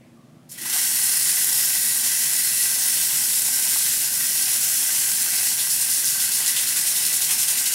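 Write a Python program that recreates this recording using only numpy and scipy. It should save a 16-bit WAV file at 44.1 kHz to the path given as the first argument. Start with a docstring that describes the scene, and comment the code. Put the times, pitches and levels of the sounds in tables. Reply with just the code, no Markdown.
"""In a small tiled bathroom, over a low ventilation hum, a tap's seal rubs as its lever is lifted.
The tap spits, then its aerated stream fizzes and splatters into a ceramic basin, close by; the bowl
rings hollow and trapped air gulps now and then. After about five seconds a three-armed spinner is held
into the stream: each arm slaps the jet and throws spray, faster as it spins up, and flung drops tick
on the ceramic."""
import sys
import numpy as np
from scipy import signal
from scipy.fft import rfft, irfft, next_fast_len
from scipy.io import wavfile
from scipy.ndimage import uniform_filter1d, map_coordinates

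SR = 44100
rng = np.random.default_rng(int(sys.argv[2]) if len(sys.argv) > 2 else 0)


def dump(signal):
    """Clip the signal to [-1, 1] and save it as 16-bit WAV at the path in sys.argv[1]."""
    limited = np.clip(np.atleast_2d(signal).T, -1, 1)
    pcm = np.round(limited * 32767).astype(np.int16)
    wavfile.write(sys.argv[1], SR, pcm)


N = 341334


def stream(open_s=0.46, opening_s=0.335, fall_s=0.021, spinner_s=5.25):
    """The aerated jet fizzes and splatters on the basin, louder as the valve opens; its flow flutters."""
    spit = spurts()
    flow = ramp(open_s, opening_s)
    landed = ramp(open_s + fall_s, opening_s - fall_s)
    churn_db = 3.3 * ramp(spinner_s, 1.3)  # the broken jet splatters more as the spinner gathers speed
    fizz_gain = np.hypot(amp(-20.1) * flow ** 2.5, spit)
    splatter_gain = np.hypot(amp(-33 + churn_db) * landed ** 1.3, amp(-7) * spit * np.sqrt(landed))
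    dip_db = -1.5 * np.exp(-((np.arange(N) / SR - 4.07) / 0.13) ** 2)  # the rush dips briefly
    flutter_db = 0.55 * wobble(30) + 0.55 * wobble(160)
    fine = bubbles(per_s=9000, pitch_hz=9020, spread=0.45, cycles=0.86, size_db=2.5)
    fizz = basin(froth(fine, share=0.38), above=True)
    coarse = bubbles(per_s=3000, pitch_hz=2690, spread=0.59, cycles=0.73, size_db=2.0)
    splatter = basin(froth(coarse, share=0.35), above=False)
    uncaught = np.sqrt(1 - 0.49 * ramp(spinner_s, 0.32))  # what the spinner catches misses the basin
    rush = fizz * fizz_gain + splatter * splatter_gain * amp(0.49 * wobble(25))
    return uncaught * amp(flutter_db + dip_db) * (rush + hollow())


def spurts(attack_s=0.004, decay_s=0.032):
    """Envelope of the tap's short spits while the valve opens."""
    # spits: start_s, level_db
    spits = [(.489, -37), (.512, -34.5), (.574, -31), (.609, -29.5), (.649, -25), (.693, -26.5),
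             (.725, -18.5)]
    gain, t = np.zeros(N), np.arange(SR // 5) / SR
    for start_s, level_db in spits:
        add(gain, start_s, amp(level_db) * (1 - np.exp(-t / attack_s)) ** 2 * np.exp(-t / decay_s))
    return gain


def bubbles(per_s, pitch_hz, spread, cycles, size_db):
    """Tiny bursting bubbles: damped sines of random pitch and size, rms 1."""
    when, size, tune = rng.random((int(per_s * N / SR), 3)).T
    hz = np.clip(pitch_hz * np.exp(spread * np.log(tune / (1 - tune)) / 2), 500, 17000)[:, None]
    age = np.arange(64)
    turns = hz * age / SR
    gain = amp(size_db * np.minimum(-np.log(1 - size), 7))[:, None]
    grains = gain * np.sin(2 * np.pi * turns) * np.exp(-turns / cycles)
    positions = (when * N).astype(int)[:, None] + age
    return unit(np.bincount(positions.ravel(), grains.ravel(), N)[:N])


def froth(grains, share):
    """Distinct bubbles over the smooth rush of countless smaller ones."""
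    return np.sqrt(share) * grains + np.sqrt(1 - share) * rng.standard_normal(N)


def basin(x, above, split_hz=4500, low_cut_hz=260):
    """The part of x above or below the split, coloured by water on ceramic, rms 1."""
    # tone curve of splashing water: frequency_hz, level_db
    water_curve = [(240, -21.5), (400, -24), (918, -20.5), (1270, -18.5), (1520, -13), (1720, -15),
                   (1950, -9), (2380, -13.5), (2570, -10.5), (3610, -7), (5300, -4), (6280, -3.5),
                   (8940, 0), (12200, -1), (15800, -7)]
    # resonances and notches of basin and spout: centre_hz, width_hz, gain_db
    modes = [(380, 64, 6), (470, 77, -3.5), (580, 39, 2), (763, 100, 4), (895, 75, 4), (1310, 115, -5.5),
             (1565, 160, 5), (1992, 100, 2.5), (2450, 57, 1.5), (2624, 120, 3.5), (2840, 90, 2),
             (3640, 170, -1.5), (4400, 160, 3), (4700, 360, -3), (5300, 460, 2.5), (6400, 280, -2.5),
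             (7550, 250, -0.5), (8170, 300, -2), (8840, 220, 1.5), (9950, 250, 1), (10540, 220, 4),
             (12800, 230, 3), (13100, 270, -6.5), (13800, 300, 1)]

    def response(hz):
        low = 1 / (1 + (hz / split_hz) ** 6)
        low_cut = hz ** 2 / (hz ** 2 + low_cut_hz ** 2)  # small bubbles radiate no bass
        colour = amp(along(water_curve, hz) + bumps(modes, hz))
        return colour * low_cut * np.sqrt(1 - low if above else low)
    return unit(filtered(wander(x, depth_db=1.0), response))


def wander(x, depth_db):
    """The point of impact shifts, so the colour of the water drifts."""
    spectra = signal.stft(x, nperseg=512)[2]
    drift = uniform_filter1d(rng.standard_normal(spectra.shape), size=5, axis=0)  # smooth in frequency
    drift = uniform_filter1d(drift, size=40, axis=1)  # and in time
    return signal.istft(spectra * amp(depth_db * unit(drift)), nperseg=512)[1][:N]


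def hollow(pitch_hz=1920, width_hz=160, rise_s=0.034, fade_s=0.2):
    """The jet excites one broad resonance of the bowl."""
    # spells of hollow ringing: start_s, end_s, level_db
    spells = [(.57, 3.12, -43.5), (4.18, 4.46, -40)]
    ring = unit(filtered(rng.standard_normal(N), lambda hz: resonance(hz, pitch_hz, width_hz) ** 2))
    return ring * sum(amp(level_db) * ramp(start_s, rise_s) * (1 - ramp(end_s - fade_s, fade_s))
                      for start_s, end_s, level_db in spells)


def spinner(attack_s=0.002, typical_gap_s=0.097, typical_crossing_s=0.058):
    """Each arm slaps into the jet, then sheds spray until it has passed; faster arms pass sooner."""
    # an arm meets the jet: start_s, spray_db, slap_db, slap_pitch_hz
    arms = [(5.374, -27, -29, 4900), (5.436, -24.5, -40, 4500), (5.586, -26, -30, 3600),
            (5.698, -21, -28, 5400), (5.806, -22, -31, 5400), (5.895, -21, -36, 5400),
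            (6.049, -22, -32, 4900), (6.196, -23, -30, 3900), (6.315, -22.5, -36, 4300),
            (6.464, -21.5, -26, 4300), (6.559, -22.5, -27.5, 3200), (6.67, -24.5, -30.5, 4100),
            (6.763, -24, -31.5, 3500), (6.859, -21.5, -32, 3800), (6.952, -23.5, -30.5, 3600),
            (7.049, -22.5, -30.5, 4300), (7.125, -21, -32, 4600), (7.21, -21, -31, 3800),
            (7.306, -20, -32, 2400), (7.381, -20.5, -33, 3500), (7.479, -21, -32, 3400),
            (7.571, -22, -30.5, 3600), (7.657, -20, -28, 3700), (7.716, -24, -35, 4000)]
    spray_gain, slaps = np.zeros((2, N))
    t = np.arange(SR // 3) / SR
    rise = 1 - np.exp(-t / attack_s)
    gaps = np.diff([arm[0] for arm in arms])
    for (start_s, spray_db, slap_db, pitch_hz), gap_s in zip(arms, np.append(gaps, gaps[-1])):
        crossing_s = typical_crossing_s * (gap_s / typical_gap_s) ** 1.3
        add(spray_gain, start_s, amp(spray_db) * rise * np.exp(-(t / crossing_s) ** 3 / 2))
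        slap_gain = amp(slap_db) * rise * np.exp(-(t / (0.58 * crossing_s)) ** 2)
        add(slaps, start_s, slap_gain * band(len(t), pitch_hz, width_hz=2100))
    grains = bubbles(per_s=5000, pitch_hz=8300, spread=0.42, cycles=1.0, size_db=2.0)
    spray = basin(froth(grains, share=0.45), above=True)
    return spray_gain * spray + slaps


def drops(pitch_hz=8500, t60_s=0.0064):
    """Flung drops tick on the ceramic."""
    # single drop hits: start_s, level_db
    hits = [(6.0452, -8), (6.4622, -8), (6.4797, -8), (6.6394, -12), (6.6894, -13), (7.0652, -7),
            (7.1681, -8.5), (7.4304, -8)]
    out, t = np.zeros(N), np.arange(SR // 50) / SR
    for start_s, level_db in hits:
        ping_hz = pitch_hz * np.exp(0.2 * rng.normal())
        tick = np.sin(2 * np.pi * ping_hz * t) + 0.46 * rng.standard_normal(len(t))
        add(out, start_s, amp(level_db - 60 * t / t60_s) * tick)
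    return filtered(out, lambda hz: resonance(hz, pitch_hz, width_hz=9000))


def gulps(ring_cycles=51, glide=0.097, spread=0.35, scatter_s=0.016, count=20):
    """Trapped air rings as a small cluster of bubbles, each rising in pitch; big pockets ring longer."""
    # air pockets in the basin and pipe: start_s, pitch_hz, level_db
    pockets = [(.603, 265, -40.5), (.644, 880, -33.5), (.75, 905, -32), (3.651, 1000, -32),
               (3.752, 1063, -30), (6.575, 686, -44), (7.118, 440, -45), (7.225, 500, -46),
               (7.303, 1190, -30.5), (7.306, 345, -44)]
    out, t = np.zeros(N), np.arange(SR // 3) / SR
    for start_s, pitch_hz, level_db in pockets:
        t60_s = ring_cycles / pitch_hz
        envelope = amp(level_db - 60 * t / t60_s) * (1 - np.exp(-t / 0.002))
        for late, size in rng.random((count, 2)):
            bubble_hz = pitch_hz * np.exp(spread * (1 - 2 * size))
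            phase = 2 * np.pi * bubble_hz * t * (1 + glide * t / t60_s)
            add(out, start_s + scatter_s * late, envelope * np.sin(phase))
    return out * np.sqrt(2 / count)


def lever(attack_s=0.012):
    """The valve seal rubs in short, faintly pitched strokes as the lever lifts."""
    # rubs of the seal: start_s, decay_s, pitch_hz, width_hz, level_db
    rubs = [(0, 0.1, 2100, 900, -63), (.155, 0.21, 1140, 110, -63), (.36, .1, 1270, 160, -65)]
    out, t = np.zeros(N), np.arange(SR // 2) / SR
    for start_s, decay_s, pitch_hz, width_hz, level_db in rubs:
        stroke = amp(level_db) * (1 - np.exp(-t / attack_s)) * np.exp(-(t / decay_s) ** 2)
        add(out, start_s, stroke * band(len(t), pitch_hz, width_hz))
    return out


def tiles(x, shifting_share=0.44, predelay_s=0.003):
    """Reverb off the tiled walls: part of it changes as the stream shifts, and the treble dies first."""
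    # decay of the room: frequency_hz, t60_s
    decay_times = [(200, 0.6), (2000, 0.25), (8000, 0.16), (15000, 0.11)]
    out, block = np.zeros(N), SR // 4
    steady = rng.standard_normal(SR // 2)
    for start in range(0, N, block):
        shifting = rng.standard_normal(SR // 2)
        echoes = np.sqrt(1 - shifting_share) * steady + np.sqrt(shifting_share) * shifting
        hz, t, spectra = signal.stft(echoes, SR, nperseg=256)
        decay = amp(-60 * t / along(decay_times, hz)[:, None])
        tail = signal.istft(spectra * decay, SR, nperseg=256)[1]
        wet = signal.fftconvolve(x[start:start + block], tail / np.linalg.norm(tail))
        add(out, start / SR + predelay_s, wet)
    return out


def vent(level_db=-50.5):
    """Moving air drones in the resonances of its duct."""
    # tone curve of the airflow: frequency_hz, level_db
    air_curve = [(25, -44), (45, -26), (90, -15.5), (135, -2.5), (195, -6.5), (240, -4), (320, -15),
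                 (460, -15.5), (600, -13.5), (1000, -23.5), (2000, -27), (5000, -32.5), (10000, -35),
                 (15000, -42)]
    # resonances and a notch of the duct: centre_hz, width_hz, gain_db
    duct_modes = [(58, 14, 5), (121.7, 12, 6.5), (150, 16, 8.5), (243, 35, 5.5), (300, 23, -7),
                  (328.6, 52, 11.5)]
    drone = filtered(rng.standard_normal(N), lambda hz: amp(along(air_curve, hz) + bumps(duct_modes, hz)))
    return amp(level_db) * unit(drone)


def amp(db):
    """Decibels to gain."""
    return 10 ** (np.asarray(db) / 20)


def unit(x):
    """Scale to rms 1."""
    return x / np.sqrt(np.mean(x ** 2) + 1e-20)


def add(track, start_s, sound):
    """Mix a sound into a track."""
    part = track[round(start_s * SR):][:len(sound)]
    part += sound[:len(part)]


def ramp(start_s, length_s):
    """A linear fade from 0 to 1."""
    return np.clip((np.arange(N) / SR - start_s) / length_s, 0, 1)


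def wobble(per_s):
    """A smooth random curve through per_s points a second."""
    return map_coordinates(rng.standard_normal(int(N * per_s / SR) + 4), [np.arange(N) * per_s / SR])


def along(points, hz):
    """Read (frequency_hz, value) points on a log frequency axis."""
    point_hz, values = np.transpose(points)
    return np.interp(np.log(hz + 1), np.log(point_hz + 1), values)


def bumps(rows, hz):
    """Gain in dB of a set of resonances and notches."""
    return sum(db / (1 + (2 * (hz - centre) / width) ** 2) for centre, width, db in rows)


def resonance(hz, centre_hz, width_hz):
    """Response of one damped mode."""
    return 1j * hz * width_hz / (centre_hz ** 2 - hz ** 2 + 1j * hz * width_hz)


def band(samples, pitch_hz, width_hz):
    """A stretch of noise in one resonance, rms 1."""
    response = resonance(np.fft.rfftfreq(samples, 1 / SR), pitch_hz, width_hz) ** 2
    return unit(irfft(rfft(rng.standard_normal(samples)) * response, samples))


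def filtered(x, response):
    """Shape x with a frequency response."""
    size = next_fast_len(N + SR // 2)
    return irfft(rfft(x, size) * response(np.fft.rfftfreq(size, 1 / SR)), size)[..., :N]


def scene():
    """Water, its reverb, the lever and the hum, alike in both channels."""
    water = stream() + spinner() + drops() + gulps()
    mono = amp(-0.5) * water + amp(-11) * tiles(water) + lever() + vent()
    return np.array([mono, mono])


def record(dry):
    """A steep high cut takes off the very top of the treble."""
    cutoff_hz, edge_hz = 15800, 200
    return filtered(dry, lambda hz: np.clip((cutoff_hz - hz) / edge_hz + 0.5, 0, 1))


dry = scene()
out = record(dry)
dump(out)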